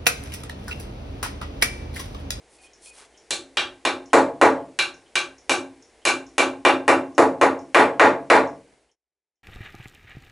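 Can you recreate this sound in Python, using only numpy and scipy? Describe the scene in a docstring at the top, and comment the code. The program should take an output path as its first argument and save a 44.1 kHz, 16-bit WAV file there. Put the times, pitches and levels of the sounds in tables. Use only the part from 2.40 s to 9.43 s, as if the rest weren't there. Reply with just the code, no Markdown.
"""In a quiet workshop, fingers slide over a wooden block and tap it as they pick it up.
Two faint clocks tick throughout. From about one second on, the block knocks seventeen times on a glued
joint of a timber frame lying on a workbench. Light blows on the rail's edge make the block ring; heavy,
square blows over the joint make frame and bench boom. The small room answers each knock and a limiter
flattens the loud ones. After three last heavy blows, everything fades out."""
import sys
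import numpy as np
from scipy import signal
from scipy.fft import rfft, irfft
from scipy.io import wavfile
from scipy.ndimage import uniform_filter1d

SR = 44100
rng = np.random.default_rng(int(sys.argv[2]) if len(sys.argv) > 2 else 0)


def persist_wave(psi):
    """Save psi, clipped to +-1, as 16-bit WAV."""
    counts = np.round(np.clip(psi, -1, 1) * 32767).astype(np.int16)
    wavfile.write(sys.argv[1], SR, np.atleast_2d(counts).T)


N = 310093
SIZE = 2 ** 15  # samples in one knock, tap or tick, with its echo
HZ = np.fft.rfftfreq(SIZE, 1 / SR) + 1e-3  # the frequencies of its spectrum


def gain_of(db):
    """Turn decibels into a number to multiply by."""
    return 10 ** (np.asarray(db) / 20)


def curve(table, hz, column=1):
    """Read a column between the rows of a table, along straight lines over log frequency."""
    columns = np.transpose(table)
    return np.interp(np.log(hz + 1), np.log(columns[0] + 1), columns[column])


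def add(mix, start_s, sound):
    """Mix a sound in at its start time, cutting off what runs past the end."""
    part = mix[:, round(start_s * SR):][:, :sound.shape[1]]
    part += sound[:, :part.shape[1]]


def ringing(hz, width, db):
    """Spectrum of an object's own tones. Narrow tones ring longer; neighbours swing opposite ways."""
    hz, width = hz[:, None], width[:, None]
    peaks = 1 / (1 + 1j * (HZ ** 2 - hz ** 2) / (HZ * width))
    return abs((gain_of(db) * (-1) ** np.arange(len(db))) @ peaks)


def struck(gain):
    """Spectrum of a click that has this gain and rings only after it starts."""
    log_gain = np.log(gain + 1e-4 * gain.max())
    mirrored = np.concatenate([log_gain, log_gain[-2:0:-1]])
    return np.exp(np.conj(signal.hilbert(mirrored)))[:len(HZ)]


# Stereo width. Sounds have a main part (mid) and a part that widens them (side).
# Each row: frequency in Hz, side level against mid in dB.
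STEREO_WIDTH = [(40, -9), (120, -20), (350, -24), (700, -18.5), (1300, -13.5), (2800, -14.5), (5500, -11.5),
                (8000, -20)]
def noise(spectrum):
    """Mid and side noise with the given spectrum; the mid has level one."""
    hz = np.fft.rfftfreq(N, 1 / SR)
    shaped = rfft(rng.standard_normal((2, N))) * gain_of(curve(spectrum, hz))
    shaped[1] *= gain_of(curve(STEREO_WIDTH, hz))
    x = irfft(shaped, N)
    return x / x[0].std()


# The quiet of the workshop. Each row: frequency in Hz, relative level in dB.
HUSH_SPECTRUM = [(25, -14), (42, -11.5), (58, 4), (78, -14.5), (190, -14), (300, -6), (430, -0.5),
                 (580, -6.5), (740, -5), (1200, -16), (2150, -12), (3200, -18.5), (9400, -21),
                 (11000, -25.5)]
def room_hush(level_db=-57.5):
    """A faint, steady noise lies under everything."""
    return gain_of(level_db) * noise(HUSH_SPECTRUM)


# Skin on wood makes a high hiss and a low rub. 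Each row: frequency in Hz, relative level in dB.
HISS_SPECTRUM = [(2000, -35), (3300, -3.5), (3800, -12), (4350, -1), (4900, -9), (5500, -1), (6200, -5),
                 (7200, -2), (8000, -2), (9100, 3), (9800, 1), (11000, -4.5)]
RUB_SPECTRUM = [(300, -14), (700, -2), (2500, -4), (4500, -8), (8000, -11.5)]
# The finger slides. Each row: start in seconds, length in seconds, hiss level in dB, rub level in dB.
FINGER_SLIDES = [(0.057, 0.14, -57, -76), (0.174, 0.11, -54, -62), (.385, .13, -45, -63),
                 (0.479, .155, -51.5, -56), (.54, 0.14, -63, -51.5)]
def finger_slides(catch_db=2.0, skew=1.7, sharpness=1.1):
    """Skin slides over the block in small catches, louder the faster it moves."""
    t, out = np.arange(N) / SR, np.zeros((2, N))
    hiss, rub = noise(HISS_SPECTRUM), noise(RUB_SPECTRUM)
    for start, length, hiss_db, rub_db in FINGER_SLIDES:
        progress = np.clip((t - start) / length, 0, 1)
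        speed = abs(np.sin(np.pi * progress ** skew)) ** sharpness  # speeds up slowly, stops sooner
        out += speed * (gain_of(hiss_db) * hiss + gain_of(rub_db) * rub)
    catches = uniform_filter1d(rng.standard_normal(N), size=120)
    return out * gain_of(catch_db * catches / catches.std())


# The tones of the tapped block. Each row: pitch in Hz, width in Hz, level in dB.
TAP_TONES = [(2480, 24, 1), (4420, 150, -18.5), (5300, 120, -21)]
# The finger taps. Each row: start in seconds, level in dB.
FINGER_TAPS = [(0.186, -2), (0.235, 3.5), (0.46, 8.5), (0.479, -4)]
def finger_taps():
    """Fingers tap the lifted block as they turn it upright, and it rings briefly."""
    out = np.zeros((2, N))
    tap = struck(ringing(*np.transpose(TAP_TONES)))
    for start, db in FINGER_TAPS:
        add(out, start, gain_of(db) * irfft(tap * room_path()))
    return out


# The workshop's echo. 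Each row: frequency in Hz, seconds to die away by 60 dB, seconds to build up,
# level of the first sound against the echo in dB.
ROOM_ECHO = [(100, 0.65, 0.013, -8), (257, 0.44, 0.0067, -19.5), (550, 0.37, 0.0055, -13),
             (1400, 0.27, 0.0042, -4), (3550, 0.24, 0.003, -4), (10400, 0.22, 0.005, 0)]
def room_path(scatter_s=0.0032):
    """Mid and side spectra of one random way through the room: a burst off the bench, then an echo."""
    hz, t, bands = signal.stft(rng.standard_normal((2, SIZE)), SR, nperseg=256)
    decay_s, build_s = curve(ROOM_ECHO, hz)[:, None], curve(ROOM_ECHO, hz, column=2)[:, None]
    shape = gain_of(-60 * t / decay_s) * (1 - np.exp(-(t + t[1] / 2) / build_s))
    shape /= np.sqrt((shape ** 2).sum(1, keepdims=True) * t[1] * SR)
    path = rfft(signal.istft(bands * shape, SR)[1][:, :SIZE])
    burst = rng.standard_normal(SIZE) * np.exp(-np.arange(SIZE) / SR / scatter_s)
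    path[0] += gain_of(curve(ROOM_ECHO, HZ, column=3)) * rfft(burst / np.linalg.norm(burst))
    path /= np.sqrt(uniform_filter1d(abs(path) ** 2, size=25, axis=1))  # the room favours no band
    path = rfft(irfft(path)[:, :SIZE * 3 // 4], SIZE)
    path[1] *= gain_of(curve(STEREO_WIDTH, HZ))
    return path


# The two clocks. Each row: first tick in seconds, seconds between ticks.
TICK_TIMES = [(.333, .4415), (.265, .479)]
# The tones of a tick, one list for each clock. Each row: pitch in Hz, width in Hz, level in dB.
TICK_TONES = [
    [(5390, 150, -8.5), (5930, 180, -11), (6440, 350, -14.5), (7030, 340, -16.5)],
    [(2920, 180, -16.5), (3170, 200, -12.5)],
]
def clock_ticks():
    """Far off in the room, each clock ticks steadily as a small lever catches its wheel."""
    out = np.zeros((2, N))
    for (first, period), tones in zip(TICK_TIMES, TICK_TONES):
        tick = irfft(struck(ringing(*np.transpose(tones))) * room_path())
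        for start in np.arange(first, N / SR, period):
            add(out, start, tick)
    return out


# The tones of the frame on the bench. Each row: pitch in Hz, width in Hz, level in dB when hit on the
# rail's edge, level in dB when hit over the joint.
FRAME_TONES = [(91, 17, -15, -20.5), (117.2, 13, -8.5, -20), (126.4, 13, -9.5, -20), (153.6, 14, -20, -18),
               (187.7, 11, -13, -13.5), (211, 19, -20, -12), (247, 17, -6.5, -9), (272, 8, 8.5, 1),
               (286.3, 18, -1, -2), (325.5, 29, 0, 1.5), (364.5, 16, 7, 1), (426.5, 42, -6.5, 1),
               (470, 35, -3.5, 4), (559.6, 40, 1, 2.5), (678.7, 40, -3, 3.5), (772, 42, 2, 1.5),
               (847.5, 70, 3, 2.5), (885.2, 30, 1, 5), (961, 27, -0.5, 1), (1068, 52, 2.5, 1.5),
               (1175, 25, 1, 3), (1278, 37, -0.5, 1.5), (1444, 133, -1.5, -0.5), (1682, 140, -4.5, -2),
               (1874, 110, 3, 1), (2150, 400, -6, -4.5), (2750, 23, 15.5, -8)]
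def frame_boom(force_db, square, cutoff_hz, bench_below_hz=300, weak_below_db=24):
    """Spectrum of frame and bench booming. Weak blows barely reach the bench's low tones."""
    hz, width, edge_db, joint_db = np.transpose(FRAME_TONES)
    contact = 1 / np.sqrt(1 + (HZ / cutoff_hz) ** 4)  # a longer contact drives only the low tones
    bench_db = 1.2 * min(force_db - weak_below_db, 0) * (hz < bench_below_hz)
    return contact * ringing(hz, width, force_db + (1 - square) * edge_db + square * joint_db + bench_db)


# The tones of the knocking block. Each row: pitch in Hz, width in Hz, level in dB.
BLOCK_TONES = [(1144, 31, -1), (1555, 60, 1.5), (1803, 110, -13.5), (2363, 62, 5), (2817, 77, -1.5),
               (3006, 81, -7.5), (3630, 81, -10), (4030, 37, -11.5), (4550, 120, -17), (5560, 120, -18.5)]
def block_ring(force_db, shortness, square, flat):
    """Spectrum of the block ringing. 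Force and a short contact feed it; square or flat blows choke it."""
    hz, width, db = np.transpose(BLOCK_TONES)
    damping = 1 + 0.71 * square ** 2  # pressed on the joint, the block rings shorter
    grip = 1 + 0.004 * rng.standard_normal()  # the grip shifts its pitch a little
    ring_db = force_db + 4.5 + 8 * shortness - 21.5 * square - 3.5 * flat
    return ringing(hz * grip, width * damping, db + ring_db) / np.sqrt(damping)


# Two wooden faces meeting. Each row: frequency in Hz, relative level in dB.
CLACK_SPECTRUM = [(300, -14.5), (1200, -15), (2200, -5), (3300, -2), (4100, 1.5), (4900, -6.5),
                  (6500, -12.5), (11000, -26.5)]
def face_clack(shortness, flat):
    """Spectrum of the faces clacking, louder for a short contact or a flat slap."""
    pitch = 2 ** (-0.4 * flat)  # a flat slap touches more wood, which lowers the clack
    clack_db = 14.5 + 3 * shortness + 6.5 * flat
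    return gain_of(clack_db + curve(CLACK_SPECTRUM, HZ / pitch))


# A sharp edge biting in. Each row: frequency in Hz, relative level in dB.
SNAP_SPECTRUM = [(1000.0, -24.5), (4000.0, -1.8), (7000.0, 4.5), (10500.0, -2)]
def edge_snap(force_db, square, flat, usual_force_db=30):
    """Spectrum of an edge snapping. It grows slowly with force and fades for square or flat blows."""
    snap_db = 11 + 0.6359 * (force_db - usual_force_db) - 11.5 * square - 18 * flat
    return gain_of(snap_db + curve(SNAP_SPECTRUM, HZ))


def wood_grain():
    """Random hills and valleys in a spectrum: the crowded high tones of the wood."""
    hills = uniform_filter1d(uniform_filter1d(rng.standard_normal(len(HZ)), size=110), size=110)
    return hills / hills.std()


# The blows. Each row: start in seconds, force in dB, squareness (0 on the rail's edge, 1 square over
# the joint), cutoff in Hz (higher for a shorter contact), bite in dB (how cleanly the block catches),
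# flatness (0 when an edge leads, 1 when the faces slap together).
BLOWS = [ (0.907, 20, 0.14, 549, 4.5, 0.023), (1.1709, 19.5, 0.14, 1970, 1, 0.62),
         (1.451, 28, 0.32, 1460, 0.5, 0.32), (1.732, 42, 0.81, 1120, .5, 0.056),
         (2.014, 41.5, 0.75, 1325, -2.5, 0.052), (2.389, 17.5, 0.035, 2450, 0.5, 0.0044),
         (2.755, 18.5, 0.054, 2040, 1.5, 0.029), (3.095, 29.5, 0.18, 1030, 3, 0.1),
         (3.6523, 29.5, 0.27, 1520, 4.5, 0), (3.9812, 33, 0.29, 1300, 1, 0.053),
         (4.2503, 37.5, 0.36, 1480, 0.5, 0.4), (4.4795, 38, .42, 1500, -5.5, 0),
         (4.78, 41.5, 0.75, 970, -3.5, 0.09), (5.013, 38, 0.65, 1380, -3.5, 0.17),
         (5.3458, 44, 0.89, 2150, 2.5, 0.084), (5.5963, 44, 0.91, 2000, 1, 0.2),
         (5.9005, 43.5, 0.94, 1960, 3, 0.13)]
def knocks(stray=0.46, grain_db=3.0, usual_cutoff_hz=1400, late_share=0.7, spread_s=0.0082):
    """Each blow rings frame and block; blows on one spot take nearly the same way through the room."""
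    out, edge_path, joint_path = np.zeros((2, N)), room_path(), room_path()
    edge_grain = wood_grain()
    for start, force_db, square, cutoff_hz, bite_db, flat in BLOWS:
        shortness = np.log2(cutoff_hz / usual_cutoff_hz)  # in octaves above an ordinary blow
        boom = frame_boom(force_db, square, cutoff_hz)
        ring = block_ring(force_db, shortness, square, flat)
        crack = np.hypot(face_clack(shortness, flat), edge_snap(force_db, square, flat))
        crack *= gain_of(grain_db * ((1 - square) * edge_grain + wood_grain()) / np.sqrt(2))
        knock = np.hypot(boom, gain_of(bite_db) * np.hypot(ring, crack))
        knock *= HZ ** 2 / (HZ ** 2 + 45 ** 2)  # timber gives off no deep bass
        path = np.cos(square * np.pi / 2) * edge_path + np.sin(square * np.pi / 2) * joint_path
        path = (path + stray * room_path()) / np.hypot(1, stray)
        # a square blow takes a moment to spread through the frame
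        swell = 1 - late_share * square * np.exp(-np.arange(SIZE) / SR / spread_s)
        add(out, start, swell * irfft(struck(knock) * path))
    return out


def scene():
    """Add up all sounds and turn mid and side into left and right, the left a touch louder."""
    mid, side = knocks() + finger_slides() + finger_taps() + clock_ticks() + room_hush()
    return np.array([mid + side, mid - side]) * gain_of([[0.15], [-0.15]])


def limiter(x, threshold_db=-7, release_db_per_s=170, treble_hz=1500):
    """Turn loud moments down at once and recover quickly, listening mostly to the treble."""
    mid = x.mean(0)
    treble = np.gradient(mid) * SR / (2 * np.pi * treble_hz)
    level_db = 10 * np.log10(abs(uniform_filter1d(mid ** 2 + treble ** 2, size=130)) + 1e-12)
    fall_db = np.arange(N) / SR * release_db_per_s
    held_db = np.maximum.accumulate(level_db + fall_db) - fall_db
    over_db = np.maximum(held_db - threshold_db, 0)
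    return x / gain_of(uniform_filter1d(over_db, size=60))


# The closing fade. Each row: time in seconds, volume (1 is full).
FADE_OUT = [(6.05, 1), (6.3, 0.8), (6.501, 0.24), (6.56, 0.0094)]
def record(dry, top_hz=11150):
    """Limit the loud knocks, round off their peaks, fade out and cut the highest treble."""
    x = limiter(dry)
    x = x / (1 + x ** 6) ** (1 / 6)
    x = x * np.interp(np.arange(N) / SR, *np.transpose(FADE_OUT))
    lowpass = signal.firwin(301, top_hz, window=("kaiser", 8), fs=SR)
    return signal.oaconvolve(x, lowpass[None], "same")


dry = scene()
out = record(dry)
persist_wave(out)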